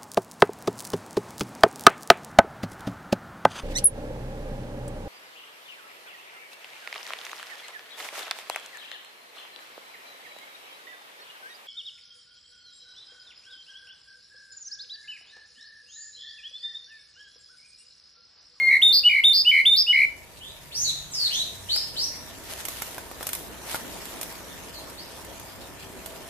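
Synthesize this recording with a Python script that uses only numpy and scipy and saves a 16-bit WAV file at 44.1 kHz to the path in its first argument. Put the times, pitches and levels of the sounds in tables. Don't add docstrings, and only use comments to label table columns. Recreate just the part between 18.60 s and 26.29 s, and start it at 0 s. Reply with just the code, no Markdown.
import sys
import numpy as np
from scipy import signal
from scipy.fft import rfft, irfft, next_fast_len
from scipy.io import wavfile
from scipy.ndimage import uniform_filter1d, map_coordinates

SR = 44100
rng = np.random.default_rng(int(sys.argv[2]) if len(sys.argv) > 2 else 0)


def put_to_file(sound):
    columns = np.atleast_2d(sound).T
    safe = np.clip(columns, -1, 1)
    whole_steps = np.round(safe * 32767)
    wavfile.write(sys.argv[1], SR, whole_steps.astype(np.int16))


N = 339129


def near_robin():
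    # (multiple of the pitch, level [dB])
    near_overtones = [(2, -28), (3, -27), (4, -43), (5, -51)]
    # (frequency [Hz], phase by which left leads right [rad])
    left_lead = [(2100, -0.058), (3600, .55), (4900, 1.75), (7200, -2.13), (11000, 1.47)]
    whistles, buzzes, trills = song()

    def sing(notes, **manner):
        return syrinx(notes, near_overtones, bend=1.0, throb_db=11, unsteady=0.26, **manner)

    voice = sing(whistles, scoop_s=0.0082, attack_s=0.0042, release_s=0.0032, rasp_db=-36.5)
    voice = voice + sing(buzzes, scoop_s=0.014, attack_s=0.002, release_s=0.0054, rasp_db=-33.5)
    voice = voice + sing(trills, scoop_s=0.012, attack_s=0.0049, release_s=0.0063, rasp_db=-32)

    left_right = np.array([[1], [-1]])
    direct = filtered(voice, lambda hz: np.exp(0.5j * along(left_lead, hz) * left_right))
    return direct + trees(voice, near_db=-8.5, near_t60=0.17, far_db=-12.0)


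def song():
    # (start [s], whistle length [s], whistle pitch [Hz], glide [Hz], level [dB],
    # buzz length [s], buzz pitch [Hz], buzz scoop [0-1], buzz level [dB])
    high_calls = [(0.215, 0.11, 3643, -85, -14, 0.075, 4445, 0.07, -12),
                  (0.634, 0.097, 3635, -91, -14, 0.094, 4600, 0.1, -14),
                  (1.05, 0.11, 3604, 91, -14.5, 0.069, 4790, .16, -13)]
    # (start [s], whistle length [s], whistle pitch [Hz], glide [Hz], level [dB],
    # trill length [s], trill pitch [Hz], trill glide [Hz], trill rate [1/s], trill level [dB])
    low_calls = [(0.432, .058, 2930, 45, -12, 0.12, 2206, -200, 58, -15.5),
                 (0.847, 0.064, 2955, 148, -12, .11, 2169, -115, 81, -13),
                 (1.263, .063, 2912, 132, -15, 0.13, 2149, 65, 70, -13.5)]
    opening_call = [(-.005, .099, 2129, -27, -13, .084, 2085, -75, 71, -12)]
    swelling_whistle = dict(scoop=0, depth_hz=5, first_db=-9.5, middle_db=-3, last_db=0)
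    high_whistle = dict(scoop=.27, depth_hz=23, first_db=4.5, middle_db=-0.5, last_db=-3)
    low_whistle = dict(scoop=0.12, depth_hz=21, first_db=-15, middle_db=-0.5, last_db=-1.5)
    buzz_manner = dict(glide_hz=150, depth_hz=334, first_db=1, middle_db=0, last_db=-2)
    trill_manner = dict(scoop=0.017, depth_hz=131.4, first_db=-4, middle_db=-0.5, last_db=-1)
    buzzes_per_s, quivers_per_s = 182, 69

    whistles, buzzes, trills = [], [], []
    for s, length, hz, glide_hz, db, buzz_s, buzz_hz, scoop, buzz_db in high_calls:
        whistles.append(note(s, length, hz, quivers_per_s, db, glide_hz, **high_whistle))
        buzzes.append(note(s + length, buzz_s, buzz_hz, buzzes_per_s, buzz_db, scoop=scoop, **buzz_manner))
    for manner, calls in [(swelling_whistle, opening_call), (low_whistle, low_calls)]:
        for s, length, hz, glide_hz, db, trill_s, trill_hz, trill_glide_hz, rate, trill_db in calls:
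            whistles.append(note(s, length, hz, quivers_per_s, db, glide_hz, **manner))
            trills.append(note(s + length, trill_s, trill_hz, rate, trill_db, trill_glide_hz, **trill_manner))
    return whistles, buzzes, trills


def note(s, length, hz, rate, db, glide_hz, scoop, depth_hz, first_db, middle_db, last_db):
    first_hz, last_hz = hz - glide_hz / 2, hz + glide_hz / 2
    levels = (db + first_db, db + middle_db, db + last_db)
    return s, length, first_hz, last_hz, scoop, rate, depth_hz, *levels


def syrinx(notes, overtones, bend, scoop_s, throb_db, unsteady, attack_s, release_s, rasp_db):
    # (frequency [Hz], gain [dB])
    beak = [(4200, 8), (5000, -29.5), (6000, -10.5), (6600, -29), (7300, 0.5), (8800, -15.5), (10800, 1.5),
            (12000, 8.5), (13800, 3)]
    voice = np.zeros(N)
    for s, length, first_hz, last_hz, scoop, rate, depth_hz, *levels in notes:
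        t = np.arange(int(length * SR)) / SR
        drift, waver, flicker = (wobble(speed, SR // 4)[:len(t)] for speed in (60, 380, 220))
        warble = -np.cos(2 * np.pi * np.cumsum(rate * (1 + 0.03 * drift)) / SR)
        sag = scoop * np.exp(-(t / scoop_s) ** 2)
        glide = first_hz + (last_hz - first_hz) * (t / length) ** bend
        pitch = glide * (1 - sag) + depth_hz * (warble + unsteady * waver)
        phase = 2 * np.pi * np.cumsum(pitch) / SR

        slack_db = throb_db * np.tanh(depth_hz / 150) * (1 - warble) / 2 + 55 * sag
        fade = np.minimum(t / attack_s, (length - t) / release_s)
        gate = np.sin(np.pi / 2 * np.clip(fade, 0, 1)) ** 2
        level = amp(np.interp(t, [0, length / 2, length], levels) - slack_db) * gate

        upper = np.zeros(len(t))
        for k, db in overtones:
            below_limit = k * pitch < SR / 2
            upper += amp(db + along(beak, k * pitch)) * np.sin(k * phase) * below_limit
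        upper *= amp(2 * flicker + 60 * sag)
        rasp = amp(rasp_db) * np.gradient(rng.standard_normal(len(t)))
        add(voice, s, np.sqrt(2) * level * (np.sin(phase) + upper + rasp))
    return voice


def trees(x, near_db, near_t60, far_db):
    # (frequency [Hz], t60 [s])
    forest_decay = [(500, 0.2), (2500, 0.46), (5000, 0.54), (12000, 0.63)]
    hz, t, z = signal.stft(rng.standard_normal((2, SR)), SR, nperseg=256)
    decay = amp(-60 * t / along(forest_decay, hz)[:, None])
    far = signal.istft(z * decay, SR, nperseg=256)[1][:, :SR]
    t = np.arange(SR) / SR
    far = far * (1 - np.exp(-t / 0.0099))
    near = rng.standard_normal((2, SR)) ** 3 * amp(-60 * t / near_t60) * (1 - np.exp(-t / 0.0091))
    echo = (amp(near_db) * unit(near) + amp(far_db) * unit(far)) / np.sqrt(SR)
    return signal.fftconvolve(np.atleast_2d(x), echo, axes=1)[:, :N]


def far_bird():
    # (start [s], length [s], first pitch [Hz], last pitch [Hz], level [dB], swell start to end [dB])
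    answer = [(1.801, 0.11, 2860, 3790, -49, 0), (2.11, 0.025, 2660, 4400, -43, -7),
              (2.142, .107, 4970, 6790, -32, 0), (2.241, .058, 4450, 3795, -31, 9),
              (2.509, 0.04, 8700, 5560, -42.5, 9), (2.534, 0.14, 5535, 3940, -32, 8.5),
              (2.70, .118, 2694, 3974, -33.5, 7), (2.729, 0.054, 5680, 6600, -38, -12),
              (3.086, .103, 3450, 5320, -30, -2.5), (3.356, 0.092, 3380, 5900, -32, 3.5),
              (6.135, 0.051, 4390, 4080, -49, 4), (6.37, .064, 3930, 5340, -49.5, -10)]
    # (multiple of the pitch, level [dB])
    far_overtones = [(2, -19), (3, -34)]
    voice = syrinx([burred(*row) for row in answer], far_overtones, bend=0.77, scoop_s=0.0098, throb_db=4,
                   unsteady=0.36, attack_s=0.0027, release_s=0.00043, rasp_db=-12.5)
    distance_tone = [(7500, 1.5), (10500, -3.5), (14000, -10)]  # (frequency [Hz], gain [dB])
    voice = filtered(voice, lambda hz: amp(along(distance_tone, hz)))
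    lead_s = 1e-4
    left_right = np.array([[1], [-1]])
    direct = filtered(voice, lambda hz: np.exp(1j * np.pi * hz * lead_s * left_right))
    return amp(1.0) * direct + trees(voice, near_db=3.5, near_t60=0.079, far_db=3.0)


def burred(s, length, first_hz, last_hz, db, swell_db):
    burr_per_s, burr_share, scoop_per_rise = 126, 0.046, 0.55
    scoop = scoop_per_rise * max(1 - first_hz / last_hz, 0)
    depth_hz = burr_share * (first_hz + last_hz) / 2
    levels = (db - swell_db / 2, db, db + swell_db / 2)
    return s, length, first_hz, last_hz, scoop, burr_per_s, depth_hz, *levels


def twigs():
    # (time [s], crack level [dB], knock level [dB], left over right [dB])
    snaps = [(3.1617, -27.5, -38.5, -1.0), (4.0519, -26.5, -45, -6), (4.0842, -26, -39, -1),
             (4.2197, -24.5, -34.5, -2), (4.3804, -33, -34.5, 0), (4.5132, -39.5, -38, -1),
             (4.6081, -40, -35, 1), (4.6279, -30, -39, -1.5), (4.668, -23, -39.5, 2),
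             (4.6897, -27, -43, -3), (4.7312, -23, -44, 1.0), (4.7502, -27.5, -55, -2.5),
             (5.1444, -29, -26.5, 1), (5.6124, -27.5, -42, -1.5), (5.6297, -27.5, -42, -1.0),
             (7.4597, -31, -44, -3)]
    # (frequency [Hz], level [dB], t60 [s])
    wood_ring = [(625, -8.5, 0.016), (825, 1.5, 0.02), (1313, 2, 0.016), (2030, -3.5, 0.009)]
    # (frequency [Hz], gain [dB])
    crack_tone = [(500, -19.5), (2000, 0.5), (5000, -3.5), (10000, 1), (15000, 3)]
    crack_trim_db, knock_trim_db = 1.5, 3.5

    cracks, knocks = np.zeros((2, N)), np.zeros((2, N))
    t = np.arange(SR // 10) / SR
    burst = amp(-60 * t / 0.019) * (1 - np.exp(-t / 0.0008))
    for s, db, knock_db, pan_db in list(snaps) + faint_ticks(count=5):
        sides = amp(np.array([[pan_db], [-pan_db]]) / 2)
        grit = rng.standard_normal(len(t)) + 2.08 * rng.standard_normal((2, len(t)))
        add(cracks, s, sides * amp(db + crack_trim_db) * grit * burst)
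        pitch_factor = np.exp(0.091 * rng.standard_normal())
        ring = np.zeros(len(t))
        for hz, level_db, t60 in wood_ring:
            decay = amp(level_db + rng.normal(0, 0.94) - 60 * t / t60)
            ring += decay * np.sin(2 * np.pi * hz * pitch_factor * t)
        add(knocks, s + 0.00107, sides * amp(knock_db + knock_trim_db) * ring)
    dry_snaps = filtered(cracks, lambda hz: amp(along(crack_tone, hz))) + knocks
    return dry_snaps + trees(dry_snaps, near_db=-5.5, near_t60=0.037, far_db=-7)


def faint_ticks(count):
    from_s, to_s = 5.3, 7.0
    crack_db, spread_db, knock_db = -38, 1.5, -49
    ticks = []
    for k, (size, side) in enumerate(rng.standard_normal((count, 2))):
        s = from_s + (to_s - from_s) * (k + rng.random()) / count
        ticks.append((s, crack_db + spread_db * size, knock_db, 2 * side))
    return ticks


def leaves():
    # (time [s], width [s], level [dB])
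    brushes = [(3.92, 0.023, -37), (3.998, 0.016, -37.5), (4.24, 0.15, -40.5), (4.63, 0.04, -42.5),
               (4.748, 0.012, -45), (5.13, 0.045, -32.5), (5.5, 0.15, -50)]
    # (frequency [Hz], density [dB per Hz])
    leaf_spectrum = [(150, -25), (500, 6), (1500, 9.5), (3500, 8.5), (7000, 4), (11000, 7.5), (15000, 2)]
    swell = sum(amp(db) * bump(s, width) for s, width, db in brushes)
    crackle = amp(3.2 * wobble(610, N))
    return swell * unit(crackle * rush(leaf_spectrum, patchy_db=1))


def forest_air():
    # (frequency [Hz], density [dB per Hz])
    rumble_spectrum = [(13, -25), (22, -8), (54, 0.5), (102, -2.5), (119, -1.5), (200, -8), (260, -41),
                       (440, -120)]
    air_spectrum = [(88, -58), (150, -3), (214, -1.5), (275, -0.5), (469, -2.5), (643, -0.5), (728, -4.5),
                    (945, -4.5), (1190, -7), (1800, -10), (2040, -11.5), (3580, -20), (4000, -56),
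                    (5200, -56), (8800, -120)]
    hiss_spectrum = [(700, -25), (1800, 1), (3500, 2), (6000, 0), (9000, -1.5), (14000, -2.5)]
    # (time [s], level [dB])
    rumble_course = [(0.15, -59.5), (1.87, -56), (2.43, -51), (2.49, -53), (7.54, -54.5), (7.6, -53)]
    air_course = [(0.1, -48), (0.27, -56.5), (0.63, -56.5), (1.32, -57.5), (1.43, -55), (2.98, -51.5),
                  (3.48, -49), (4.01, -46.5), (4.33, -48.5), (5.34, -43), (6.08, -46.5), (7.69, -47)]
    hiss_course = [(1.55, -60), (1.67, -57.5), (2.59, -52.5), (2.71, -48.5), (2.9, -52), (3.69, -51.5),
                   (4.15, -48.5), (4.39, -55), (5.07, -50.5), (5.26, -48), (6.24, -52.5), (7.69, -53)]
    rumble_trim_db, air_trim_db, hiss_trim_db = 0.5, 1.5, 7

    t = np.arange(N) / SR
    courses = (rumble_course, air_course, hiss_course)
    rumble_db, air_db, hiss_db = (np.interp(t, *np.transpose(course)) for course in courses)
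    rumble = amp(rumble_db + rumble_trim_db) * rush(rumble_spectrum, patchy_db=0.5)
    wash = amp(air_db + air_trim_db) * rush(air_spectrum, patchy_db=1.5)
    flutter_db = 1.1 * wobble(50, N) + 1.3 * wobble(400, N)
    hiss = amp(hiss_db + flutter_db + hiss_trim_db) * rush(hiss_spectrum, patchy_db=2.66)
    return rumble + wash + hiss


def distant_drone():
    # (mean frequency [Hz], mean level [dB], pitch wander [Hz])
    drone_tones = [(59.3, -59.5, 1.04), (94, -65, 1), (663, -63, 20), (945, -61.5, 11.65), (1777, -64, 7.2)]
    # (time [s], width [s], mean frequency [Hz], peak level [dB])
    hums = [(2.35, 0.19, 144.2, -53), (2.32, 0.14, 96, -55.5), (3.05, 0.095, 97.2, -50.5),
            (7.0, 0.21, 96, -56), (7.45, 0.3, 387, -56.5), (7.6, 0.18, 660, -52.5)]

    def tone(hz, wander_hz):
        return np.sqrt(2) * np.sin(2 * np.pi * np.cumsum(hz + wander_hz * wobble(24, N)) / SR)

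    steady = sum(amp(db + 2.3 * wobble(7.1, N)) * tone(hz, wander_hz) for hz, db, wander_hz in drone_tones)
    swells = sum(amp(db) * bump(s, width) * tone(hz, 0.0118 * hz) for s, width, hz, db in hums)
    clearing_db = np.interp(np.arange(N) / SR, [1.5, 3.4], [-8, 0])
    return amp(clearing_db) * steady + swells


def rush(spectrum, patchy_db):
    # (frequency [Hz], correlation [0-1])
    likeness = [(60, 0.52), (150, 0.27), (380, 0.53), (950, 0.52), (2380, 0.069), (5980, 0.055),
                (15000, 0.01)]
    z = signal.stft(rng.standard_normal((2, N)), nperseg=512)[2]
    field = uniform_filter1d(rng.standard_normal(z.shape[1:]), size=6, axis=0)
    field = uniform_filter1d(field, size=12, axis=1)
    pair = signal.istft(z * amp(patchy_db * unit(field)), nperseg=512)[1][:, :N]

    def mid_side_response(hz):
        turn = np.arccos(np.clip(along(likeness, hz), -1, 1)) / 2
        return amp(along(spectrum, hz)) * np.array([np.cos(turn), np.sin(turn)])

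    mid, side = filtered(pair, mid_side_response)
    return unit(np.array([mid + side, mid - side]))


def amp(db):
    return 10 ** (np.asarray(db) / 20)


def unit(x):
    return x / np.sqrt(np.mean(x ** 2) + 1e-20)


def bump(s, width):
    t = np.arange(N) / SR
    return np.exp(-((t - s) / width) ** 2 / 2)


def along(points, hz):
    f, v = np.transpose(points)
    return np.interp(np.log(hz + 1), np.log(f + 1), v)


def wobble(rate, size):
    knots = rng.standard_normal(int(size * rate / SR) + 4)
    coarse = np.linspace(0, size, int(10 * size * rate / SR) + 2)
    return np.interp(np.arange(size), coarse, map_coordinates(knots, [coarse * rate / SR]))


def filtered(x, response):
    m = next_fast_len(N + SR // 2)
    return irfft(rfft(x, m) * response(np.fft.rfftfreq(m, 1 / SR)), m)[..., :N]


def add(track, s, sound):
    i = round(s * SR)
    a, b = max(i, 0), min(i + sound.shape[-1], N)
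    track[..., a:b] += sound[..., a - i:b - i]


def scene():
    return near_robin() + far_bird() + twigs() + leaves() + forest_air() + distant_drone()


def record(dry):
    top_hz = 14480
    return filtered(dry, lambda hz: 1 / np.sqrt(1 + (hz / top_hz) ** 300))


dry = scene()
out = record(dry)
put_to_file(out)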